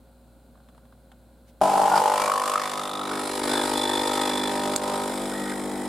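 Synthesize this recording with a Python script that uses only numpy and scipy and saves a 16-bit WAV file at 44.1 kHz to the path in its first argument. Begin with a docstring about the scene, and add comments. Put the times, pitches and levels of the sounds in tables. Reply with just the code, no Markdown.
"""A kitchen hums quietly, faint ticks sound on plastic, and a fingertip brushes the button of a capsule coffee
machine. Its switch clicks, and its solenoid pump then strikes once per mains cycle: at first the piston knocks
on air, ringing a cavity whose pitch rises unevenly as it fills. As water arrives, the casing's harmonic buzz
takes over, with a squirt of noise on each stroke, rattling panels and a whistling valve. The capsule snaps once
under pressure (a decaying noise burst), the level dips, and coffee drips into a glass, each drip a bubble
ringing as a decaying, rising sine."""
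import sys
import numpy as np
from scipy import signal
from scipy.fft import rfft, irfft
from scipy.io import wavfile
from scipy.ndimage import uniform_filter1d, map_coordinates

SR = 44100
rng = np.random.default_rng(int(sys.argv[2]) if len(sys.argv) > 2 else 0)


def wav_out(sig):
    """Save sig, one row per channel (or a flat mono array), as 16-bit PCM at SR to the path in sys.argv[1]."""
    wavfile.write(sys.argv[1], SR, np.round(np.clip(np.atleast_2d(sig).T, -1, 1) * 32767).astype(np.int16))


N = 259308

TIME = np.arange(N) / SR
FREQS = np.maximum(np.arange(N // 2 + 1) * SR / N, 1)
MAINS_HZ, START_S = 50.04, 1.613
STROKE_S = np.arange(0, N / SR + 1, 1 / MAINS_HZ)
CUTOFF_HZ = 15800

# stereo width: (frequency [Hz], side minus mid [dB])
WIDTH = [(60, -19), (110, -4.5), (200, -16), (380, -20), (700, -13.5), (1290, -11), (2380, -9),
         (4400, -7.5), (8120, -3), (15000, -0.5)]
# idle kitchen noise: (frequency [Hz], relative density [dB per Hz])
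KITCHEN_SPECTRUM = [(50, -44), (100, -7.5), (242, -5.5), (398, -16.5), (540, -13.5), (700, -14.5),
                    (1270, -27.5), (1450, -19.5), (1780, -34.5), (3200, -34.5), (4200, -31), (5750, -42.5),
                    (8120, -33.5), (15500, -38.5)]
# partials of the appliance hum: (frequency [Hz], relative level [dB])
HUM_PARTIALS = [(59.2, -56), (118.4, -73.5), (242.2, -63), (538.3, -65.5), (1400, -90), (4060, -83.5),
                (4400, -94)]
# taps on the plastic case, the last one the click of the pump's switch: (time [s], relative level [dB], share
# of the hard colour [0-1])
TICKS = [(0.555, -49, .25), (0.574, -51, .2), (0.602, -50, .35), (0.687, -47, .75), (0.748, -50, .5),
         (0.778, -45, .45), (0.853, -48.5, .45), (0.924, -45.5, .4), (1.117, -40, .6), (1.608, -37, .35)]
# soft and hard colours of the taps: (frequency [Hz], relative density [dB per Hz])
SOFT_TICK_SPECTRUM = [(350, -10.5), (640, 10), (830, 5), (1000, 4.5), (1420, 5.5), (1650, 0), (2000, -28),
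                      (3400, -21), (6000, -34), (15000, -42)]
HARD_TICK_SPECTRUM = [(400, -14), (900, 8.5), (1450, 8), (1900, -6), (2450, -9), (3350, -3.5), (4100, -10),
                      (6000, -21), (8500, -12), (15000, -30)]

# water pressure behind the capsule: (time [s], share of the highest [0-1])
PRESSURE = [(2.55, 0.21), (3.0, 0.51), (3.13, 0.82), (3.35, 0.76), (3.5, 1), (4.0, 0.93), (4.75, 0.9),
            (4.9, 0.83), (5.87, 0.83)]
# how late the piston lands in each mains cycle: (time [s], lag [s])
PISTON_LAG = [(1.62, 0.00043), (1.85, 0.0019), (2.0, 0.0044), (2.3, 0.00442), (2.6, 0.00322),
              (2.95, 0.00091), (4.2, 0.001023), (4.9, 0.0044), (5.87, 0.0043)]
WATER_ARRIVES_S, WATER_ARRIVES_OVER_S = 2.007, 0.013  # until then the piston runs dry
PRIMED_S, PRIMING_OVER_S, AIR_GONE_S = 2.292, 0.14, 3.22  # half the air is out; how gradually; knocking ends
POURS_S, POURS_OVER_S = 5.02, 0.066  # the coffee begins to run freely

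# casing buzz: (multiple of the mains, then relative level [dB] dry, filling, pressing, soaking, pouring)
CASING = [(1, -12, -26, -22, -30, -23), (2, -16, -36, -16, -19.5, -20), (3, -2.5, -6, -8.5, -12, -11.5),
          (4, 6.5, -3.5, -14.5, -2.5, 2), (5, -3, 1, 7, 3.5, 5.5), (6, 5, 1, 9, 0.5, 4.5),
          (7, 1, -6, 6, -2.5, 0.5), (8, -7, 2.5, 5, 5, -0.5), (9.15, 7, -1.5, 8, 0, 4.5),
          (10, 1.5, 3.5, 9, 1.5, -3), (11.1, -17, -4, -0.5, -2.5, -5.5), (12.2, 5, 2.5, 4.5, 1, -19),
          (13, 0, -6, -20, -11, -5.5), (14.1, -2, -4, -12, -13, -21), (15, 5, 1, -11, -6, -6.5),
          (16, -18, 0, 6, 0.5, -4), (17, 5, -5.5, 4.5, -12, -12), (18, 8, -3.5, 6.5, -5.5, -7),
          (19, -3, -7, 3.5, -1.5, -12), (20, 9.5, 2, -4.5, -5, -20), (21, -15, -8, -6, -5, -17),
          (22, -13, -4.5, -12, -17, -24)]
# those five stages: (start [s], blend [s], thump arrival [s], clack arrival [s], phase scatter [rad])
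STAGES = [(0, 1, .0061, .0043, 1), (1.96, 0.12, .0082, 0.00499, 1.23), (3.02, 0.54, .0091, 0.0072, 0.54),
          (4.052, .5, .0097, 0.00817, 1.57), (5.07, 0.095, .0026, 0.013, 0.85)]
# wavering of each harmonic: (frequency [Hz], share of its strength)
WAVER = [(250, .2), (500, .3), (900, .4)]
# the casing's clack: (time [s], level before air and pockets [dB])
CLACK = [(3.05, -35), (3.43, -32), (3.75, -27.5), (3.9, -28.5), (4.08, -26.5), (4.27, -28), (4.39, -31.5),
         (4.55, -28.5), (4.75, -29), (4.9, -27), (5.08, -30.5), (5.19, -33.5), (5.87, -36)]
THUMP_DB, THUMP_PRESSURE_DB = -49, 21  # unloaded; added at full pressure
THUMP_AIR_DB, THUMP_DRY_DB = 1, 7  # added when full of air; when dry
KICK_DB, KICK_T60_S = 8.5, 0.42  # the first strokes thump harder
CLACK_AIR_DB = 9.5  # added when full of air
AIR_WANDER_S, WAVER_S = .00022, .16  # timing spread at full air; memory of the wavering

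# water churning in the hose: (frequency [Hz], relative density [dB per Hz])
CHURN_SPECTRUM = [(150, -22), (270, -12), (340, 2), (600, 0), (900, 0), (1150, -15), (2000, -33.5)]
CHURN_DB, CHURN_PRESSURE_DB = -52, 13  # unloaded; added at full pressure
SQUIRT_TOP_S, SQUIRT_PRESSURE_S, SQUIRT_DRY_S = 0.0031, 0.0022, 0.0017  # time scale; added by pressure; when dry
SQUIRT_ROUNDING, SQUIRT_EARLY_S = 1, 0.0018  # at full pressure the valve opens more gently, and sooner
LEAK, LEAK_DRY, LEAK_AIR = 0.24, 0.12, 0.35  # flow between squirts; added when dry; by air in the pump
LEAK_PRESSURE, LEAK_POURING = 0.15, 0.13  # added by pressure; once the coffee runs

# modes of the air cavity: (multiple of its pitch, relative level [dB])
CAVITY_MODES = [(.74, -8.5), (1, 6), (1.26, -9), (1.55, -12.5), (2.2, -19)]
# pitch of the air cavity as water comes in: (time [s], frequency [Hz])
CAVITY_PITCH = [(1.62, 737), (1.8, 796), (1.95, 835), (1.98, 915), (2.04, 835), (2.12, 904), (2.19, 964),
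                (2.25, 980), (2.295, 1140), (2.35, 1034), (2.41, 1040), (2.45, 1140), (2.49, 1034),
                (2.56, 1220), (2.64, 1050), (2.74, 1050), (2.8, 1245), (2.87, 1170), (3.1, 1266)]
# the housing through which the knocks sound: (frequency [Hz], relative gain [dB])
HOUSING = [(200, -4.5), (360, 0.5), (490, -3), (620, 4.5), (700, -2.5), (810, 2.5), (930, -1.5),
           (1020, -0.5), (1130, 1), (1280, 4), (1420, 2), (2500, -11.5)]
# air pockets alter runs of knocks: (time [s], half length [s], added level [dB], added rebound strength)
AIR_POCKETS = [(1.704, 0.044, -3, .1), (1.841, 0.021, 0.5, -0.58), (1.89, 0.024, -0.5, -0.46),
               (1.937, 0.012, 2.5, 0.38), (2.028, 0.018, -2, -0.38), (2.1, 0.05, 1.5, 0.16),
               (2.225, 0.021, 0.5, 0.2), (2.298, 0.023, 4, -0.12), (2.36, 0.058, 4.5, -.2),
               (2.475, 0.059, 4.5, 0.32), (2.552, 0.041, 10.5, -.3), (2.803, 0.023, 5.5, -0.3),
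               (3.007, 0.026, 4.5, 0.17), (3.127, 0.034, 3.5, 0.032)]
KNOCK_DB, KNOCK_AIR_DB = -36.5, 18  # when primed; added when full of air
KNOCK_PITCH_SPREAD = .022  # share of the pitch
REBOUND, REBOUND_DRY = 0.35, 0.59  # strength of the piston's rebound; added when dry
SCATTER_S, SCATTER_DRY_S = .00006, .00009  # timing scatter of the piston; added when dry

# loose panels: (frequency [Hz], relative density [dB per Hz])
PANELS = [(850, -52.5), (1080, 7), (1180, 2.5), (1270, 15.5), (1370, 4), (1500, 7), (1670, 1.5), (1870, 6),
          (2020, 2), (2400, 1), (2800, -9), (3400, -8.5), (4000, -6.5), (5500, -6.5), (8000, -30.5)]
RATTLE_DB, RATTLE_PRESSURE_DB = -7, 2.5  # against the hiss; added at full pressure
RATTLE_DRY_DB, RATTLE_RELIEF_DB = -3.5, -0.5  # added when dry; once the capsule has snapped
RATTLE_SHIFTS_S = .12  # memory of the pattern
GRAINS_PER_S, GRAIN_SPREAD_DB = 640, 4.5  # stray contacts of the loose panels

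# water squeezing through the valve: (frequency [Hz], relative density [dB per Hz])
JET_SPECTRUM = [(200, -8.5), (400, 2.5), (1000, 5.5), (1800, -4), (2800, 1), (5200, -3.5), (6200, -6),
                (7500, -3), (10500, -6), (12500, -12.5), (15000, -24.5), (16000, -47)]
# resonances that the water excites: (frequency [Hz], width [Hz], added level [dB])
VALVE_RESONANCES = [(2780, 320, -20), (3950, 300, 10), (5080, 400, 4), (6130, 460, -16.5), (7700, 220, 6),
                    (8450, 500, 6), (9830, 420, 3)]
# treble reference level until the grounds soak through: (time [s], level [dB])
HISS = [(1.62, -33.5), (2.25, -32.5), (2.75, -35.5), (3.0, -40.5), (3.22, -34.5), (3.7, -30.5), (4.2, -34)]
EASING_S, HISS_SAG_DB_PER_S = 4.87, 6.5  # from then on the hiss dies down
# the valve spits: (time [s], half length [s], added hiss [dB], added rattle [dB])
SPITS = [(1.974, 0.023, 4, 11), (2.218, 0.054, 3, 6), (2.495, 0.042, 3.5, -1), (2.631, 0.08, -0.5, 7),
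         (3.116, 0.074, -.5, 5), (3.52, 0.065, 3, 4), (4.21, 0.17, 3.5, 5), (5.5, 0.045, 1, 4.5)]
JET_FLICKER_DB, JET_RIPPLE_DB = 2.5, 1.6  # spread over time; spread along frequency

# loose parts ringing along, and (rows from 2.89 to 3.27 s) rough spells of the valve's whistle: (time [s], half
# length [s], frequency [Hz], swell time scale [s], level [dB])
CHATTERS = [(1.945, 0.039, 1450, 0.011, -30.5), (1.975, 0.022, 4980, 0.0011, -36),
            (2.245, 0.07, 2310, 0.0056, -39.5), (2.268, 0.071, 623, 0.01, -35),
            (2.397, 0.038, 1770, 0.0022, -43), (2.606, 0.033, 1740, 0.0065, -46),
            (2.639, 0.08, 2050, .003, -50), (2.89, 0.3, 3606, 0.002, -42), (3.04, 0.12, 3840, .002, -43.5),
            (3.27, 0.12, 4090, 0.002, -46), (3.587, 0.07, 1620, 0.0023, -36),
            (3.98, 0.17, 1834, 0.003, -43.5), (4.22, 0.1, 1830, 0.0021, -44),
            (4.51, 0.3, 1820, 0.0016, -42), (4.953, 0.15, 1267, 0.013, -39.5),
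            (5.427, 0.16, 1897, 0.01, -43), (5.803, .12, 1940, 0.016, -48)]
# notes of the valve: (frequency [Hz], relative level [dB], swell time scale [s], unsteadiness [rad])
WHISTLE_NOTES = [(3490, 3, 0.0058, 0.92), (4060, -9, 0.0067, 1.3)]
# spells of whistling: (time of full level [s], length held [s], level [dB])
WHISTLE_SPELLS = [(3.54, 0.07, -33.5), (3.79, 0.2, -31.5), (4.056, 0.17, -36), (4.234, 0.24, -34.5),
                  (4.58, 0.18, -43.5)]
WHISTLE_ATTACK_S, WHISTLE_RELEASE_S, WHISTLE_REST_DB = 0.089, 0.082, -49.5

SNAP_S, SNAP_T60_S = 4.7615, .019
# crack of the capsule: (frequency [Hz], relative density [dB per Hz])
SNAP_SPECTRUM = [(120, -26), (350, 2), (800, -1), (1600, -12), (2500, -12), (4200, -5), (5100, -4),
                 (5900, -21), (6500, 2), (7300, 6), (9500, -5.5), (12000, -15), (16000, -20)]
# drips into the glass: (time [s], relative level [dB], bubble frequency [Hz])
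DRIPS = [(5.323, -35, 1460), (5.3507, -36, 1800), (5.4665, -38, 1470), (5.52, -34, 1530),
         (5.7359, -47, 1530)]


def from_db(db):
    """Gain is the decibel value on a logarithmic scale of base ten."""
    return 10 ** (np.asarray(db) / 20)


def rms_one(x):
    """Normalize the mean power to 1."""
    return x / np.sqrt(np.mean(x ** 2) + 1e-20)


def in_time(rows):
    """Linear interpolation gives each column of a curve at every sample."""
    s, *columns = np.transpose(rows)
    return [np.interp(TIME, s, c) for c in columns]


def at_hz(points, hz=FREQS):
    """Interpolate a spectrum on a logarithmic frequency axis."""
    corner_hz, value = np.array(points).T
    return np.interp(np.log(hz), np.log(corner_hz), value)


def resonance(hz, width_hz):
    """Magnitude response of one damped resonance, 1 on top."""
    return 1 / np.hypot(1, 2 * (FREQS - hz) / width_hz)


def through(x, gain):
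    """A minimum-phase body is causal: it rings after each blow, never before it."""
    cepstrum = irfft(np.log(gain + 1e-5), N)
    # folding the cepstrum onto positive times makes the response causal
    folded = cepstrum[:N // 2] * np.minimum(np.arange(N // 2) + 1, 2)
    return irfft(rfft(x) * np.exp(rfft(folded, N)), N)


def colour(pair, gain):
    """Mid-side coding of two unrelated signals in one body: alike in the bass, wide in the treble; rms 1."""
    mid, side = through(pair, gain)
    side = irfft(rfft(side) * from_db(at_hz(WIDTH)), N)
    return rms_one(np.array([mid + side, mid - side]))


def noise(gain):
    """White noise filtered to a given colour, in stereo."""
    return colour(rng.standard_normal((2, N)), gain)


def drift(per_s):
    """Slow random modulation by interpolated chance values, rms 1."""
    return rms_one(np.interp(TIME * per_s, np.arange(4000), rng.standard_normal(4000)))


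def turn(at_s, over_s):
    """A logistic transition from 0 to 1."""
    return .5 + .5 * np.tanh((TIME - at_s) / over_s / 2)


def bump(at_s, half_s):
    """A Gaussian swell to 1 and back."""
    return np.exp(-((TIME - at_s) / half_s) ** 2)


def dying(t60, since=TIME):
    """Exponential decay from time zero, losing 60 dB in t60 seconds."""
    return (since >= 0) * from_db(-60 * np.abs(since) / t60)


def evened(x, size=3):
    """Divide by a running rms over a few strokes, so that short-term power stays near 1."""
    power = np.mean(np.atleast_2d(x) ** 2, axis=0)
    running = uniform_filter1d(power, int(size * SR / MAINS_HZ))
    return x / np.sqrt(np.abs(running) + 1e-4 * power.mean())


def every_stroke(cycles, wander_s=0):
    """Phase-locked playback of successive cycles at the mains rate, a little early or late."""
    phase = (TIME - START_S - wander_s) * MAINS_HZ % 1
    return map_coordinates(cycles, [TIME * MAINS_HZ, phase * cycles.shape[1]], order=1, mode="grid-wrap")


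def kindred(size, memory_s):
    """A first-order autoregression: each stroke's chance values resemble the last; spread 1."""
    keep = np.exp(-1 / (memory_s * MAINS_HZ))
    chance = rng.standard_normal((len(STROKE_S), size))
    return signal.lfilter([np.sqrt(1 - keep ** 2)], [1, -keep], chance, axis=0)


def small_modes(spacing_hz):
    """Many small resonances leave an uneven ripple along frequency, rms 1."""
    return rms_one(np.interp(FREQS / spacing_hz, np.arange(1000), rng.standard_normal(1000)))


def stroke_tone(hz, since_s, top_s, unsteady, spread):
    """Repeated excitation: each stroke rings a resonance afresh, its phase wobbling and offset in stereo; rms 1."""
    age = since_s % (1 / MAINS_HZ)
    wobble, sway, strength_db = (
        np.interp((since_s + START_S) * per_s, np.arange(1000), rng.standard_normal(1000))
        for per_s in (110, 14, 60))
    swell = age / top_s * np.exp(-(age / top_s) ** 1.5) * from_db(strength_db)
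    stereo_rad = spread * np.array([[.5], [-.5]])
    return rms_one(swell * np.sin(2 * np.pi * hz * age + unsteady * wobble + sway + stereo_rad))


def room(x, t60, wet_db):
    """Diffuse reverberation: counter and walls answer with a short tail, different on each side."""
    size = SR // 2
    tail = rng.standard_normal((2, size)) * dying(t60, TIME[:size] - .003)
    tail /= np.sqrt(np.sum(tail ** 2, axis=1, keepdims=True))
    return x + from_db(wet_db) * signal.fftconvolve(np.atleast_2d(x), tail, axes=1)[:, :N]


def kitchen(air_db, hum_db):
    """Background as filtered noise plus an appliance's hum partials; both sink early in the pumping, then return."""
    hum = sum(from_db(db) * np.sqrt(2) * np.sin(2 * np.pi * (hz * TIME + rng.random()))
              for hz, db in HUM_PARTIALS)
    air = noise(from_db(at_hz(KITCHEN_SPECTRUM)))
    sink_db = np.interp(TIME, [1.62, 2.0, 2.8, 3.5], [0.5, -19, -13, 1])
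    return from_db(sink_db) * (from_db(air_db) * air + from_db(hum_db) * hum)


def ticks(level_db, t60):
    """Impact on plastic: decaying noise bursts, their colour a mix of dull and hard."""
    soft, hard = noise(from_db(at_hz(SOFT_TICK_SPECTRUM))), noise(from_db(at_hz(HARD_TICK_SPECTRUM)))
    taps = sum(from_db(db) * dying(t60, TIME - s) * ((1 - share) * soft + share * hard)
               for s, db, share in TICKS)
    return from_db(level_db) * taps


def finger(level_db):
    """Friction of a fingertip on the button: a swell of broadband noise."""
    return from_db(level_db) * noise(resonance(hz=1500, width_hz=12000)) * bump(at_s=1.49, half_s=.021)


def casing_cycles():
    """Fourier synthesis of strokes: arrival delays set the phases, stages blend, harmonics waver independently."""
    multiple, *stage_db = np.transpose(CASING)
    hz, size = multiple * MAINS_HZ, len(CASING)
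    begun = [np.interp(STROKE_S, [s, s + blend_s], [0, 1]) for s, blend_s, *timing in STAGES]
    shares = -np.diff(begun, axis=0, append=0).T
    phases = []
    for s, blend_s, *arrivals, scatter in STAGES:
        # summing the delay along the harmonics gives the phase
        delay_s = np.interp(hz, [200, 750], arrivals)
        phases.append(-2 * np.pi * MAINS_HZ * np.cumsum(delay_s) + scatter * rng.standard_normal(size))
    blended_phase = np.angle(shares @ np.exp(1j * np.array(phases)))
    lines = shares @ from_db(stage_db) * np.exp(1j * blended_phase)
    chance = (kindred(size, WAVER_S) + 1j * kindred(size, WAVER_S)) / np.sqrt(2)
    lines = lines * (1 + at_hz(WAVER, hz) * chance)
    return irfft(np.pad(lines, [(0, 0), (1, 0)]), 1024)


def buzz(thump_db, air, pocket_db):
    """Periodic forcing of the casing gives a low thump and higher clack; air makes timing and level uneven."""
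    wander_s = AIR_WANDER_S * np.sqrt(air) * drift(90)
    pair = np.array([every_stroke(casing_cycles(), wander_s) for channel in range(2)])
    low = 1 / (1 + (FREQS / 450) ** 16)  # power share of the thump
    thump_db = thump_db + (0.8 + 0.9 * air) * drift(60)
    clack_db = in_time(CLACK)[0] + CLACK_AIR_DB * air + 0.17 * pocket_db
    clack_db = clack_db + (0.5 + 1.0 * air) * drift(150)
    thump = evened(colour(pair, np.sqrt(low))) * from_db(thump_db)
    clack = evened(colour(pair, np.sqrt(1 - low))) * from_db(clack_db)
    return thump + clack


def squirt(lag_s, top_s, leak, pressure):
    """Pulsed flow: once a stroke it jumps up, then dies away to a leak; pressure rounds the jump."""
    since_s = TIME - START_S - lag_s + SQUIRT_EARLY_S * pressure
    age = since_s % (1 / MAINS_HZ) / np.maximum(top_s, 5e-4)
    pulse = np.sqrt(age ** (1 + SQUIRT_ROUNDING * pressure) * np.exp(1 - age ** 1.5))
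    return np.hypot(pulse, leak)


def churn(flow, pressure):
    """Turbulence in the hose: flow-modulated noise, given a boost around the first pressure peak."""
    level_db = CHURN_DB + CHURN_PRESSURE_DB * pressure + 5 * bump(at_s=3.55, half_s=0.15)
    return from_db(level_db) * evened(noise(from_db(at_hz(CHURN_SPECTRUM))) * flow)


def knocks(level_db, pocket_rebound, dry, lag_s, swell_s, pitch_spread):
    """Impact and cavity resonance: the piston hits, rebounds and falls back, each contact ringing the air cavity."""
    cavity_hz, = in_time(CAVITY_PITCH)
    rebound = np.maximum(REBOUND + REBOUND_DRY * dry + pocket_rebound, 0)
    scatter_s = SCATTER_S + SCATTER_DRY_S * dry
    out, age = np.zeros(N), TIME[:SR // 30]
    swell = (age / swell_s) ** 1.5 * np.exp(-age / swell_s)
    for s in np.arange(START_S, 3.45, 1 / MAINS_HZ):
        i = int(s * SR)
        contacts = [(0, 0.78), (.0047, rebound[i]), (.0125, 0.043 + 0.3 * rebound[i])]
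        for delay_s, strength in contacts:
            early, hard, sharp = rng.standard_normal(3)
            at = int((s + lag_s[i] + delay_s + early * scatter_s[i]) * SR)
            hz = cavity_hz[i] * (1 + pitch_spread * sharp)
            ring = sum(from_db(db) * np.sin(2 * np.pi * multiple * hz * age) for multiple, db in CAVITY_MODES)
            out[at:at + len(age)] += strength * from_db(1.6 * hard) * swell * ring
    heard = room(through(out, from_db(at_hz(HOUSING))), t60=0.3, wet_db=-10.0)
    return evened(heard) * from_db(level_db) * (1 - turn(AIR_GONE_S, over_s=0.027))


def rattle(flow, loose):
    """Intermittent contact: panels chatter in a slowly shifting pattern, with random stray contacts."""
    size = int(SR / MAINS_HZ)
    pair = np.array([every_stroke(kindred(size, RATTLE_SHIFTS_S)) for channel in range(2)])
    sizes = from_db(GRAIN_SPREAD_DB * np.minimum(rng.exponential(1, N), 4))
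    struck = rng.random(N) < GRAINS_PER_S / SR
    stray = rms_one(sizes * struck * rng.standard_normal((2, N)))
    return evened(colour((pair + loose * stray) * flow, from_db(at_hz(PANELS))))


def jet(flow, air, pressure, pouring, ripple_db):
    """Jet noise in the valve: broad as it spits air, then shrill, ringing in metal with water, finer as it pours."""
    fine_db = ripple_db * small_modes(spacing_hz=70.1)
    plain_db = at_hz(JET_SPECTRUM) + fine_db
    peaks_db = sum(db * resonance(hz, width_hz) ** 2 for hz, width_hz, db in VALVE_RESONANCES)
    spitting_db = at_hz(JET_SPECTRUM) - 1.8 * resonance(hz=3380, width_hz=1300) + 0.48 * fine_db
    spitting = noise(from_db(spitting_db))
    ringing = noise(from_db(plain_db + peaks_db)) * from_db(JET_FLICKER_DB * drift(50))
    fine = noise(from_db(plain_db + 0.79 * peaks_db - 8.4 * resonance(hz=4550, width_hz=1100) ** 2))
    shrill = noise(resonance(hz=9960, width_hz=200) ** 2)
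    straining = from_db(-8.5) * bump(at_s=3.37, half_s=0.46) * shrill
    water = .8 * np.clip(pressure * (1 - air), 0, 1) ** 2
    pressed = np.sqrt(1 - water) * spitting + np.sqrt(water) * ringing + straining
    return evened((np.sqrt(1 - pouring) * pressed + np.sqrt(pouring) * fine) * flow)


def chatter(lag_s):
    """Sympathetic resonance: loose parts ring along for a few strokes, each at its own pitch; around 3 s the
    valve also whistles roughly in the same way."""
    out, since_s = np.zeros((2, N)), TIME - START_S - lag_s
    for s, half_s, hz, top_s, db in CHATTERS:
        near = np.flatnonzero(np.abs(TIME - s) < 3 * half_s)
        swell = from_db(db) * np.exp(-((TIME[near] - s) / half_s) ** 2)
        out[:, near] += swell * stroke_tone(hz, since_s[near], top_s, unsteady=0.81, spread=0.27)
    return out


def whistle(lag_s):
    """Flow-excited resonance: the valve sings two notes on each squirt, in spells; its seat damps it in between."""
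    song = sum(from_db(db) * stroke_tone(hz, TIME - START_S - lag_s, top_s, unsteady, spread=0.19)
               for hz, db, top_s, unsteady in WHISTLE_NOTES)
    spells = []
    for s, length, db in WHISTLE_SPELLS:
        corners_s = [s - WHISTLE_ATTACK_S, s, s + length, s + length + WHISTLE_RELEASE_S]
        spells.append(from_db(db) * np.interp(TIME, corners_s, [0, 1, 1, 0]))
    rest = from_db(WHISTLE_REST_DB) * (turn(at_s=2.3, over_s=0.046) - turn(at_s=5.55, over_s=0.017))
    return rms_one(song) * np.maximum(np.max(spells, axis=0), rest)


def snap(level_db, t60):
    """Sudden release of stress: the capsule gives way with one bright, decaying noise burst."""
    crack = from_db(level_db) * noise(from_db(at_hz(SNAP_SPECTRUM))) * dying(t60, TIME - SNAP_S)
    return room(crack, t60=0.11, wet_db=-14)


def drips(level_db, t60, rise_per_s):
    """Bubble resonance: each drip traps a bubble that rings briefly, rising in pitch."""
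    out = np.zeros(N)
    for s, db, hz in DRIPS:
        age = TIME - s
        cycles = hz * age * (1 + rise_per_s * age / 2)
        out += from_db(db) * dying(t60, age) * np.sin(2 * np.pi * cycles)
    return from_db(level_db) * out


def scene():
    """Superposition: air and pressure steer the pump's layers; small events and the kitchen lie around them."""
    (pressure,), (lag_s,), (hiss_db,) = in_time(PRESSURE), in_time(PISTON_LAG), in_time(HISS)
    dry = 1 - turn(WATER_ARRIVES_S, WATER_ARRIVES_OVER_S)
    air = 1 - turn(PRIMED_S, PRIMING_OVER_S)
    pouring = turn(POURS_S, POURS_OVER_S)
    kick_db = KICK_DB * dying(KICK_T60_S, TIME - START_S)
    pocket_db, pocket_rebound = sum(np.outer(added, bump(s, half)) for s, half, *added in AIR_POCKETS)
    spit_hiss_db, spit_rattle_db = sum(np.outer(added, bump(s, half)) for s, half, *added in SPITS)

    hiss_db = hiss_db - HISS_SAG_DB_PER_S * np.maximum(TIME - EASING_S, 0)
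    rattle_db = hiss_db + RATTLE_DB + RATTLE_PRESSURE_DB * pressure + RATTLE_DRY_DB * dry
    rattle_db = rattle_db + RATTLE_RELIEF_DB * (TIME > SNAP_S) + spit_rattle_db
    jet_db = hiss_db + spit_hiss_db - 1.0
    thump_db = THUMP_DB + THUMP_PRESSURE_DB * pressure + THUMP_AIR_DB * air + THUMP_DRY_DB * dry + kick_db
    knock_db = KNOCK_DB + KNOCK_AIR_DB * air + pocket_db

    leak = LEAK + LEAK_DRY * dry + LEAK_AIR * air ** 3 + LEAK_PRESSURE * pressure + LEAK_POURING * pouring
    squirt_top_s = SQUIRT_TOP_S + SQUIRT_PRESSURE_S * pressure + SQUIRT_DRY_S * dry
    flow = squirt(lag_s, squirt_top_s, leak, pressure)
    flow = flow * from_db(.7 * drift(50) + 1.0 * drift(500))

    pump = buzz(thump_db, air, pocket_db) + churn(flow, pressure)
    knocking = knocks(knock_db, pocket_rebound, dry, lag_s, swell_s=0.0011, pitch_spread=KNOCK_PITCH_SPREAD)
    pump += from_db([[.6], [-.6]]) * knocking  # a little to the left
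    pump += from_db(rattle_db) * rattle(flow, loose=0.35)
    pump += from_db(jet_db) * jet(flow, air, pressure, pouring, ripple_db=JET_RIPPLE_DB)
    pump += chatter(lag_s) + whistle(lag_s)
    pump *= np.clip((TIME - START_S) / 0.0012, 0, 1)
    # the pump's level dips briefly after the snap
    pump *= from_db(-8 * dying(0.31, TIME - SNAP_S) * turn(SNAP_S + 0.0042, over_s=.0015))

    before = kitchen(air_db=-58, hum_db=-1.0) + ticks(level_db=-2.5, t60=0.05) + finger(level_db=-62.5)
    late = snap(level_db=-13.5, t60=SNAP_T60_S) + drips(level_db=4.5, t60=0.045, rise_per_s=4)
    return before + pump + late


def record(dry):
    """Elliptic low-pass filtering cuts the top steeply."""
    return signal.sosfilt(signal.ellip(10, .1, 90, CUTOFF_HZ, fs=SR, output="sos"), dry)


dry = scene()
out = record(dry)
wav_out(out)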